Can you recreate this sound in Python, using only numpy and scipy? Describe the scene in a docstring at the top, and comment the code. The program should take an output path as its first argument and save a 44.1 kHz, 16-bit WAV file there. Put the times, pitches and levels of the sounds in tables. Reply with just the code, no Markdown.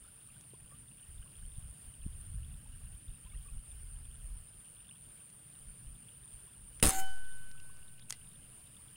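"""Beside a pond an air rifle is fired once, the microphone fixed to the gun: trigger tick, crack, rattling action,
escaping air and the ping of the air tube, then a few handling clicks. Insects whine near 9 kHz, water bubbles
blip faintly, a light wind buffets the microphone. Wind and air are shaped noise, contacts are noise bursts,
tube and knocks are decaying sines, nearer insects are a pulsed tone, bubbles are short rising blips."""
import sys
import numpy as np
from scipy import signal
from scipy.fft import rfft, irfft, next_fast_len
from scipy.io import wavfile
from scipy.ndimage import uniform_filter1d, map_coordinates

SR = 44100
rng = np.random.default_rng(int(sys.argv[2]) if len(sys.argv) > 2 else 0)


def dump(signal):
    """Clip the signal to [-1, 1] and save it as 16-bit WAV at the path in sys.argv[1]."""
    limited = np.clip(np.atleast_2d(signal).T, -1, 1)
    pcm = np.round(limited * 32767).astype(np.int16)
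    wavfile.write(sys.argv[1], SR, pcm)


def rack_gain(trim_db):
    """Turn a fader trim in dB into the linear factor to multiply a signal by."""
    fader = np.asarray(trim_db, float)
    return 10 ** (fader / 20)


N = 395136
SHOT_S = 6.8265


def unit(x):
    """Scaled to rms 1."""
    return x / np.sqrt(np.mean(x ** 2) + 1e-20)


def wobble(knots_per_s):
    """Smooth random curve through normally distributed knots."""
    knots = rng.standard_normal(int(N * knots_per_s / SR) + 4)
    coarse = np.arange(0, N + 16, 16)
    curve = map_coordinates(knots, [coarse * knots_per_s / SR])
    return np.interp(np.arange(N), coarse, curve)


def coloured(x, spectrum):
    """x filtered through (f/Hz, level/dB) points joined on a log f axis."""
    size = next_fast_len(len(x) + 8192)
    hz, db = np.transpose(spectrum)
    log_f = np.log(np.fft.rfftfreq(size, 1 / SR) + 1)
    gain = rack_gain(np.interp(log_f, np.log(hz + 1), db, -120, -120))
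    return irfft(rfft(x, size) * gain, size)[:len(x)]


def noise(spectrum):
    """Coloured noise of rms 1."""
    return unit(coloured(rng.standard_normal(N), spectrum))


def patchy(x, depth_db, shape):
    """x with random patches of gain, shape = (bins, frames) wide, rms 1."""
    z = signal.stft(x, nperseg=512)[2]
    knots = rng.standard_normal(np.array(z.shape) // shape + 2)
    field = map_coordinates(knots, np.indices(z.shape) / np.reshape(shape, (2, 1, 1)), order=1)
    patched = z * rack_gain(depth_db * unit(field))
    return unit(signal.istft(patched, nperseg=512)[1][:N])


def burst(t60_s):
    """Short decaying noise burst of peak 1."""
    t = np.arange(2000) / SR
    puff = rng.standard_normal(len(t)) * rack_gain(-60 * t / t60_s) * (1 - np.exp(-t / 0.00021))
    return puff / np.abs(puff).max()


def add(track, s, sound):
    """Mixes a sound in at time s."""
    part = track[round(s * SR):][:len(sound)]
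    part += sound[:len(part)]


# buffet spectrum, relative: [f/Hz, level/dB]
BUFFET_SPECTRUM = [(12, -17.5), (20, -0.5), (40, 1), (80, -6.5), (130, -17.5), (200, -35), (260, -73.5)]
# drone spectrum, relative: [f/Hz, level/dB]
DRONE_SPECTRUM = [(50, -21.5), (80, -5.5), (125, -0.5), (180, -7), (300, -20.5), (400, -42)]
# gusts reaching the microphone, before flutter: [start t/s, hold/s, buffet level/dB]
GUSTS = [(0.021, .04, -60.5), (.58, 0.069, -56.5), (.74, 0.0396, -61.5), (1.095, 0.106, -48),
         (1.377, .33, -48.5), (1.847, 0.0183, -49), (2.004, 0.5616, -45.5), (2.676, 0.092, -46),
         (2.841, 0.034, -42.5), (2.917, 0.0224, -44), (3.065, 0.0335, -45), (3.26, 0.023, -49),
         (3.36, 0.216, -47), (3.729, 0.661, -47.5), (4.558, .03, -59.5), (5.072, 0.107, -62),
         (5.628, 0.076, -52.5), (5.868, .07, -52.5), (6.176, .04, -61.5), (6.342, 0.0324, -54.5),
         (6.406, 0.028, -55.5), (6.585, 0.245, -56.5)]
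# wind pops on the microphone: [t/s, level/dB of the narrow bump, width/s]
POPS = [(1.24, -45.5, 0.0036), (1.585, -29.5, 0.00283), (2.065, -26.5, 0.001524), (2.346, -31, 0.00237),
        (6.34, -42.5, 0.00454)]
GUST_RISE_DB_PER_S, GUST_FALL_DB_PER_S, CALM_DB = 402.5, 275.5, -70
DRONE_DB, DRONE_DB_PER_BUFFET_DB, DRONE_AVERAGE_S = -63, 0.123, 0.41
SHAKE_DB, SHAKE_T60_S = -55.5, 4.68  # low rumble while the gun settles after the shot


def wind():
    """Gusts buffet the microphone in lumps and single pops; a steadier drone follows their mean."""
    t = np.arange(N) / SR
    buffet_db = np.full(N, float(CALM_DB))
    for s, hold_s, db in GUSTS:
        rise_db = GUST_RISE_DB_PER_S * np.maximum(s - t, 0)
        fall_db = GUST_FALL_DB_PER_S * np.maximum(t - s - hold_s, 0)
        buffet_db = np.maximum(buffet_db, db - rise_db - fall_db)
    shake = (t > SHOT_S) * rack_gain(SHAKE_DB - 60 * (t - SHOT_S) / SHAKE_T60_S)
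    lumps = unit(rack_gain(2.64 * wobble(20)) * noise(BUFFET_SPECTRUM))
    out = (rack_gain(buffet_db + 1.23 * wobble(8.9)) + shake) * lumps

    slow_db = uniform_filter1d(buffet_db, size=round(DRONE_AVERAGE_S * SR))
    drone_db = DRONE_DB + DRONE_DB_PER_BUFFET_DB * (slow_db - slow_db.mean())
    out += rack_gain(drone_db + 1.453 * wobble(1.483) + 1.78 * wobble(5)) * noise(DRONE_SPECTRUM)

    t = np.arange(-882, 882) / SR
    for s, db, width_s in POPS:
        bump = np.exp(-(t / width_s) ** 2) - 0.263 * np.exp(-(t / (4 * width_s)) ** 2)
        add(out, s + t[0], rack_gain(db) * bump)
    return out


# chorus spectrum, relative: [f/Hz, level/dB]
CHORUS_SPECTRUM = [(150, -51.5), (250, -20), (320, -16), (560, -19.5), (900, -22.5), (1500, -19.5),
                   (2100, -23.5), (2900, -18.5), (4200, -29), (5000, -25), (6100, -36), (7000, -25),
                   (8200, -20.5), (8600, -15), (8780, -5), (9300, -2.5), (9750, -7), (10050, -14),
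                   (10400, -23), (11000, -25.5), (13500, -29.5), (14500, -20.5), (16000, -22.5)]
# songs of the nearer insects: [start t/s, end t/s, level/dB re CHORUS_DB, chirp depth/0-1]
SONGS = [(-.05, 2.38, 9, 1), (2.739, 7.4, 9.5, 0.83), (7.0, 8.96, -15.5, .6)]
CHORUS_DB, CHORUS_STEP_AFTER_SHOT_DB = -58, 0.5
WING_HZ, WING_WAVER_HZ, PULSES_PER_S = 9100, 35, 138
CHIRPS_PER_S, TIRED_CHIRPS_PER_S, TIRING_S = 9.09, 6.9, .88  # tempo, tempo at song end, slowing time
WARM_UP_DB, WARM_UP_S = -7.5, 0.58  # level offset at song start, its time constant


def insects():
    """A few singers above a blurred chorus: pulse-train chirps swell and break off, slowing at song end."""
    t, songs = np.arange(N) / SR, np.zeros(N)
    for start, end, db, depth in SONGS:
        tiring = np.clip(t - end + TIRING_S, 0, None)
        lost_chirps = (CHIRPS_PER_S - TIRED_CHIRPS_PER_S) * tiring ** 2 / (2 * TIRING_S)
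        chirps = CHIRPS_PER_S * (t - start) - lost_chirps
        swell = 1 - min(depth, 1) * (1 - (chirps % 1) ** .9)
        level = rack_gain(db + WARM_UP_DB * np.exp(-np.abs(t - start) / WARM_UP_S))
        songs += ((t > start) & (t < end)) * level * swell
    beat = np.cumsum(PULSES_PER_S + 3 * wobble(4)) / SR
    pulses = (.5 + .5 * np.cos(2 * np.pi * beat)) ** 1.5
    wing_cycles = np.cumsum(WING_HZ + WING_WAVER_HZ * wobble(70)) / SR
    wing = rack_gain(1.7 * wobble(30)) * np.sin(2 * np.pi * wing_cycles)
    singers = uniform_filter1d(songs, size=400) * pulses * wing

    chorus = patchy(noise(CHORUS_SPECTRUM), depth_db=1.8, shape=(3, 3))
    drift_db = CHORUS_STEP_AFTER_SHOT_DB * (t > SHOT_S) + 0.147 * wobble(1.425) + 0.744 * wobble(8.1)
    return rack_gain(CHORUS_DB) * (rack_gain(drift_db) * chorus + singers)


def bubbles(per_s=100):
    """Faint far water bubbles: rising blips in loose clumps, most near 3 kHz, weaker ones near 1.2 kHz."""
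    draw = rng.random((int(per_s * N / SR), 4))
    high = draw[:, 1] < .75
    spread = draw[:, 2] - .5
    hz = np.where(high, 2950 * np.exp(0.361 * spread), 1200 * np.exp(0.736 * spread))
    size = rack_gain(np.where(high, -71, -77) + 14.44 * draw[:, 3] ** 4)
    t = np.arange(600) / SR
    life = t * hz[:, None] / 3.73  # envelope tops after 3.73 nominal cycles
    tone = np.sin(2 * np.pi * hz[:, None] * t * (1 + 0.01847 * life))
    grains = size[:, None] * tone * life * np.exp(1 - life)
    at = (draw[:, :1] * N).astype(int) + np.arange(len(t))
    return rack_gain(2.81 * wobble(7)) * np.bincount(at.ravel(), grains.ravel(), N)[:N]


def rustle(per_s=35):
    """Grass and cloth give tiny, scattered dry ticks."""
    draw = rng.random((int(per_s * N / SR), 2))
    ticks = np.bincount((draw[:, 0] * N).astype(int), rack_gain(-55.5 + 7.9 * draw[:, 1] ** 2), N)
    colour = [(1500, -39.5), (3000, 13), (5000, 4.0), (6100, -12.5), (7500, -5.5), (12000, -5), (16000, -24.5)]
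    return coloured(ticks, colour)


# nearer water bubbles: [t/s, f/Hz at start, peak level/dB, length/s]
NEAR_BUBBLES = [(.045, 1250, -62, .014), (.36, 1449, -63.5, .016), (.7, 1090, -63, .06),
                (3.256, 955, -65, 0.0287), (3.296, 3250, -62, 0.0108), (3.31, 2101, -64, .02),
                (3.33, 1148, -63, 0.014), (3.34, 2595, -59, 0.0112), (3.347, 1786, -62, 0.011),
                (3.372, 3020, -61, 0.0091), (3.453, 1102, -63, 0.0203), (3.479, 1070, -64, 0.0192),
                (3.483, 2390, -59, 0.011)]
BUBBLE_RISE = 0.1224  # share of the pitch gained over a blip


def near_bubbles():
    """Each blip swells, glides up and fades."""
    out = np.zeros(N)
    for s, hz, db, length_s in NEAR_BUBBLES:
        t = np.arange(round(length_s * SR)) / SR
        cycles = hz * t * (1 + BUBBLE_RISE * t / (2 * length_s))
        add(out, s, rack_gain(db) * np.sin(np.pi * t / length_s) * np.sin(2 * np.pi * cycles))
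    return out


# light clicks of trigger and grip: [t/s, peak level/dB, t60/s, brightness/dB at 9 kHz]
CLICKS = [(.41, -45, 0.0095, 5), (7.77, -52.5, .01, -5), (5.3, -50.5, 0.0135, 3),
          (6.799, -39.5, 0.015, -5.5), (7.6, -48, 0.0107, -5.5), (7.514, -49, 0.013, -14),
          (7.995, -48, 0.0171, -25), (8.094, -45, 0.04, 14), (8.0975, -42, 0.022, 5),
          (8.099, -32.5, 0.013, 18), (8.1057, -21.5, 0.01, 2), (8.1248, -27, 0.011, -2),
          (8.128, -47.5, 0.095, -19.5)]


def clicks():
    """Small dry clicks of steel and plastic: coloured noise bursts."""
    out = np.zeros(N)
    for s, db, t60_s, bright_db in CLICKS:
        colour = [(400, -12), (1200, -11.5), (2200, -4.5), (5000, -4.5),
                  (9000, bright_db), (13000, bright_db - 17), (16000, bright_db - 30)]
        click = coloured(burst(t60_s), colour)
        add(out, s, rack_gain(db) * click / np.abs(click).max())
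    return out


# soft knocks of the stock: [t/s, f/Hz, level/dB before onset and decay, t60/s]
KNOCKS = [(.535, 406, -44.5, 0.018), (0.721, 539, -56, 0.025), (7.55, 1300, -60, 0.045),
          (8.126, 2020, -49, 0.06), (8.135, 2854, -63.5, 0.295)]


def knocks():
    """Each knock rings one damped wooden note."""
    out, t = np.zeros(N), np.arange(SR // 2) / SR
    for s, hz, db, t60_s in KNOCKS:
        onset = 1 - np.exp(-t / 0.00057)
        add(out, s, rack_gain(db - 60 * t / t60_s) * np.sin(2 * np.pi * hz * t) * onset)
    return out


# contacts in the action: [t/s, relative level/dB, offset of the signal/full scale until the next]
RATTLE = [(6.8255, -20, -0.0035), (6.8272, -7.5, 0.07), (6.8305, -14.5, -0.0574), (6.8321, -16.5, 0.0073),
          (6.836, -10, 0.049), (6.8398, -24.5, 0.073), (6.8436, -21, -0.034), (6.8446, -23.5, 0.0765),
          (6.847, -13.5, 0.036), (6.8506, -16, -0.0009), (6.854, -14, -0.055), (6.8562, -15, 0.0325),
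          (6.864, -11, -0.0393), (6.8716, -10, 0.0467), (6.8785, -15, 0.067), (6.8851, -17.5, -0.01),
          (6.8884, -19, 0.0025), (6.893, -13, 0.0096), (6.899, -20, 0.0019), (6.906, -15.5, 0.0106)]
# contact spectrum, relative: [f/Hz, level/dB]
CRACK_SPECTRUM = [(200, -33.5), (500, -11.5), (1300, -10.5), (3000, -17.5), (5000, -17), (7400, -10.5),
                  (9100, 2), (11000, -6.5), (13000, -18.5), (15500, -14.5), (17000, -37.5)]
DIP_START_S, DIP_FALL_S, DIP_DEPTH, DIP_RECOVERY_S = 6.915, .115, .066, 0.2838


def action():
    """Each contact cracks and offsets the signal until the next; then a slow dip below zero, and recovery."""
    cracks, offsets = np.zeros(N), np.zeros(N)
    for s, db, offset in RATTLE:
        add(cracks, s, rack_gain(db - 1.5) * burst(t60_s=0.0103))
        offsets[round(s * SR):round(DIP_START_S * SR)] = offset
    scale = np.std(coloured(rng.standard_normal(SR), CRACK_SPECTRUM))
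    late = (np.arange(N) / SR - DIP_START_S) / DIP_FALL_S
    fall = .5 - .5 * np.cos(np.pi * np.clip(late, 0, 1))
    recovery = np.exp(-np.maximum(late - 1, 0) * DIP_FALL_S / DIP_RECOVERY_S)
    dip = -DIP_DEPTH * fall * recovery
    return coloured(cracks, CRACK_SPECTRUM) / scale + uniform_filter1d(offsets + dip, size=30)


VALVE_SHUT_S, SHUT_T60_S = 7.003, 0.094


def outflow(puff_db, puff_t60_s, jet_db, sag_db_per_s, echo_db, echo_t60_s):
    """Level of a muzzle puff, a sagging jet until the valve shuts, and a faint echo that lingers."""
    t = np.arange(N) / SR - SHOT_S
    shut = np.maximum(t + SHOT_S - VALVE_SHUT_S, 0)
    late = np.maximum(t, 0)
    puff = rack_gain(puff_db - 60 * late / puff_t60_s)
    jet = rack_gain(jet_db - sag_db_per_s * late - 60 * shut / SHUT_T60_S)
    echo = rack_gain(echo_db - 60 * shut / echo_t60_s)
    return (t > 0) * np.sqrt(puff ** 2 + jet ** 2 + echo ** 2)


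# body of the escaping air, relative: [f/Hz, level/dB]
BODY_SPECTRUM = [(150, -12), (300, -2.5), (620, -7), (1000, -5), (1600, -7), (2800, -5.5), (4000, -12.5),
                 (5300, -10.5), (6000, -54.5)]
# hiss of the escaping air, relative: [f/Hz, level/dB]
HISS_SPECTRUM = [(5300, -50.5), (6100, -6), (7500, -2.5), (9000, -3), (11000, -8.5), (13500, -10.5),
                 (16000, -11)]


def blast():
    """Air leaves the barrel: a body of many short resonances and a banded hiss, both fluttering."""
    body_level = outflow(puff_db=-28, puff_t60_s=0.2584, jet_db=-43, sag_db_per_s=50.5,
                         echo_db=-63, echo_t60_s=1.49)
    hiss_level = outflow(puff_db=-27.5, puff_t60_s=0.0019, jet_db=-37, sag_db_per_s=25,
                         echo_db=-55, echo_t60_s=0.73)
    body = rack_gain(3.5 * wobble(200)) * patchy(noise(BODY_SPECTRUM), depth_db=3, shape=(2, 8))
    hiss = rack_gain(1.4 * wobble(250)) * patchy(noise(HISS_SPECTRUM), depth_db=3.5, shape=(3, 12))
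    return body_level * body + hiss_level * hiss


# air tube modes: [f/Hz, top level/dB, top t/s, swell up to it/dB, t60/s]
TUBE_MODES = [(766.5, -37, 6.995, 5, 0.372), (1514.7, -45, 6.9885, 21, 2.093),
              (3026, -50.5, 7.04, 6.5, 0.395), (3022, -55, 6.986, 13.5, 1.6), (2327, -58.5, 7.0, 6.5, 0.32),
              (3684, -65, 7.0, -3, 0.37), (4160, -66, 7.0, 6.5, 0.53), (4610, -70, 7.054, 0.5, 0.74),
              (5280, -61, 7.0, 10.5, 0.496), (333, -53, 6.98, 11.5, 0.2889), (270, -58, 6.96, 0.5, 0.457),
              (452, -62, 7.0, 1, 0.36), (1000, -60, 7.0, 3.5, 0.34), (2020, -56.5, 7.0, 0, 0.186)]


def ping():
    """Air column in the tube: each mode ramps to its top level after the shot, then dies at its own speed."""
    out = np.zeros(N)
    for hz, db, top_s, swell_db, t60_s in TUBE_MODES:
        rise_s = top_s - SHOT_S
        t = np.arange(round((rise_s + t60_s) * SR)) / SR
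        late = t - rise_s
        level_db = np.where(late < 0, swell_db * late / rise_s, -60 * late / t60_s)
        add(out, SHOT_S, rack_gain(db + level_db) * np.sin(2 * np.pi * hz * t))
    return out


def scene():
    """One microphone feeds both channels."""
    ambience = wind() + insects() + bubbles() + rustle() + near_bubbles()
    gun = clicks() + knocks() + action() + blast() + ping()
    mono = ambience + gun
    return np.array([mono, mono])


def band_limit(x):
    """A steep low-pass at the top of the band."""
    return signal.sosfilt(signal.butter(12, 16970, fs=SR, output="sos"), x)


def record(dry):
    """Takes the finished mix to the output."""
    return band_limit(dry)


dry = scene()
out = record(dry)
dump(out)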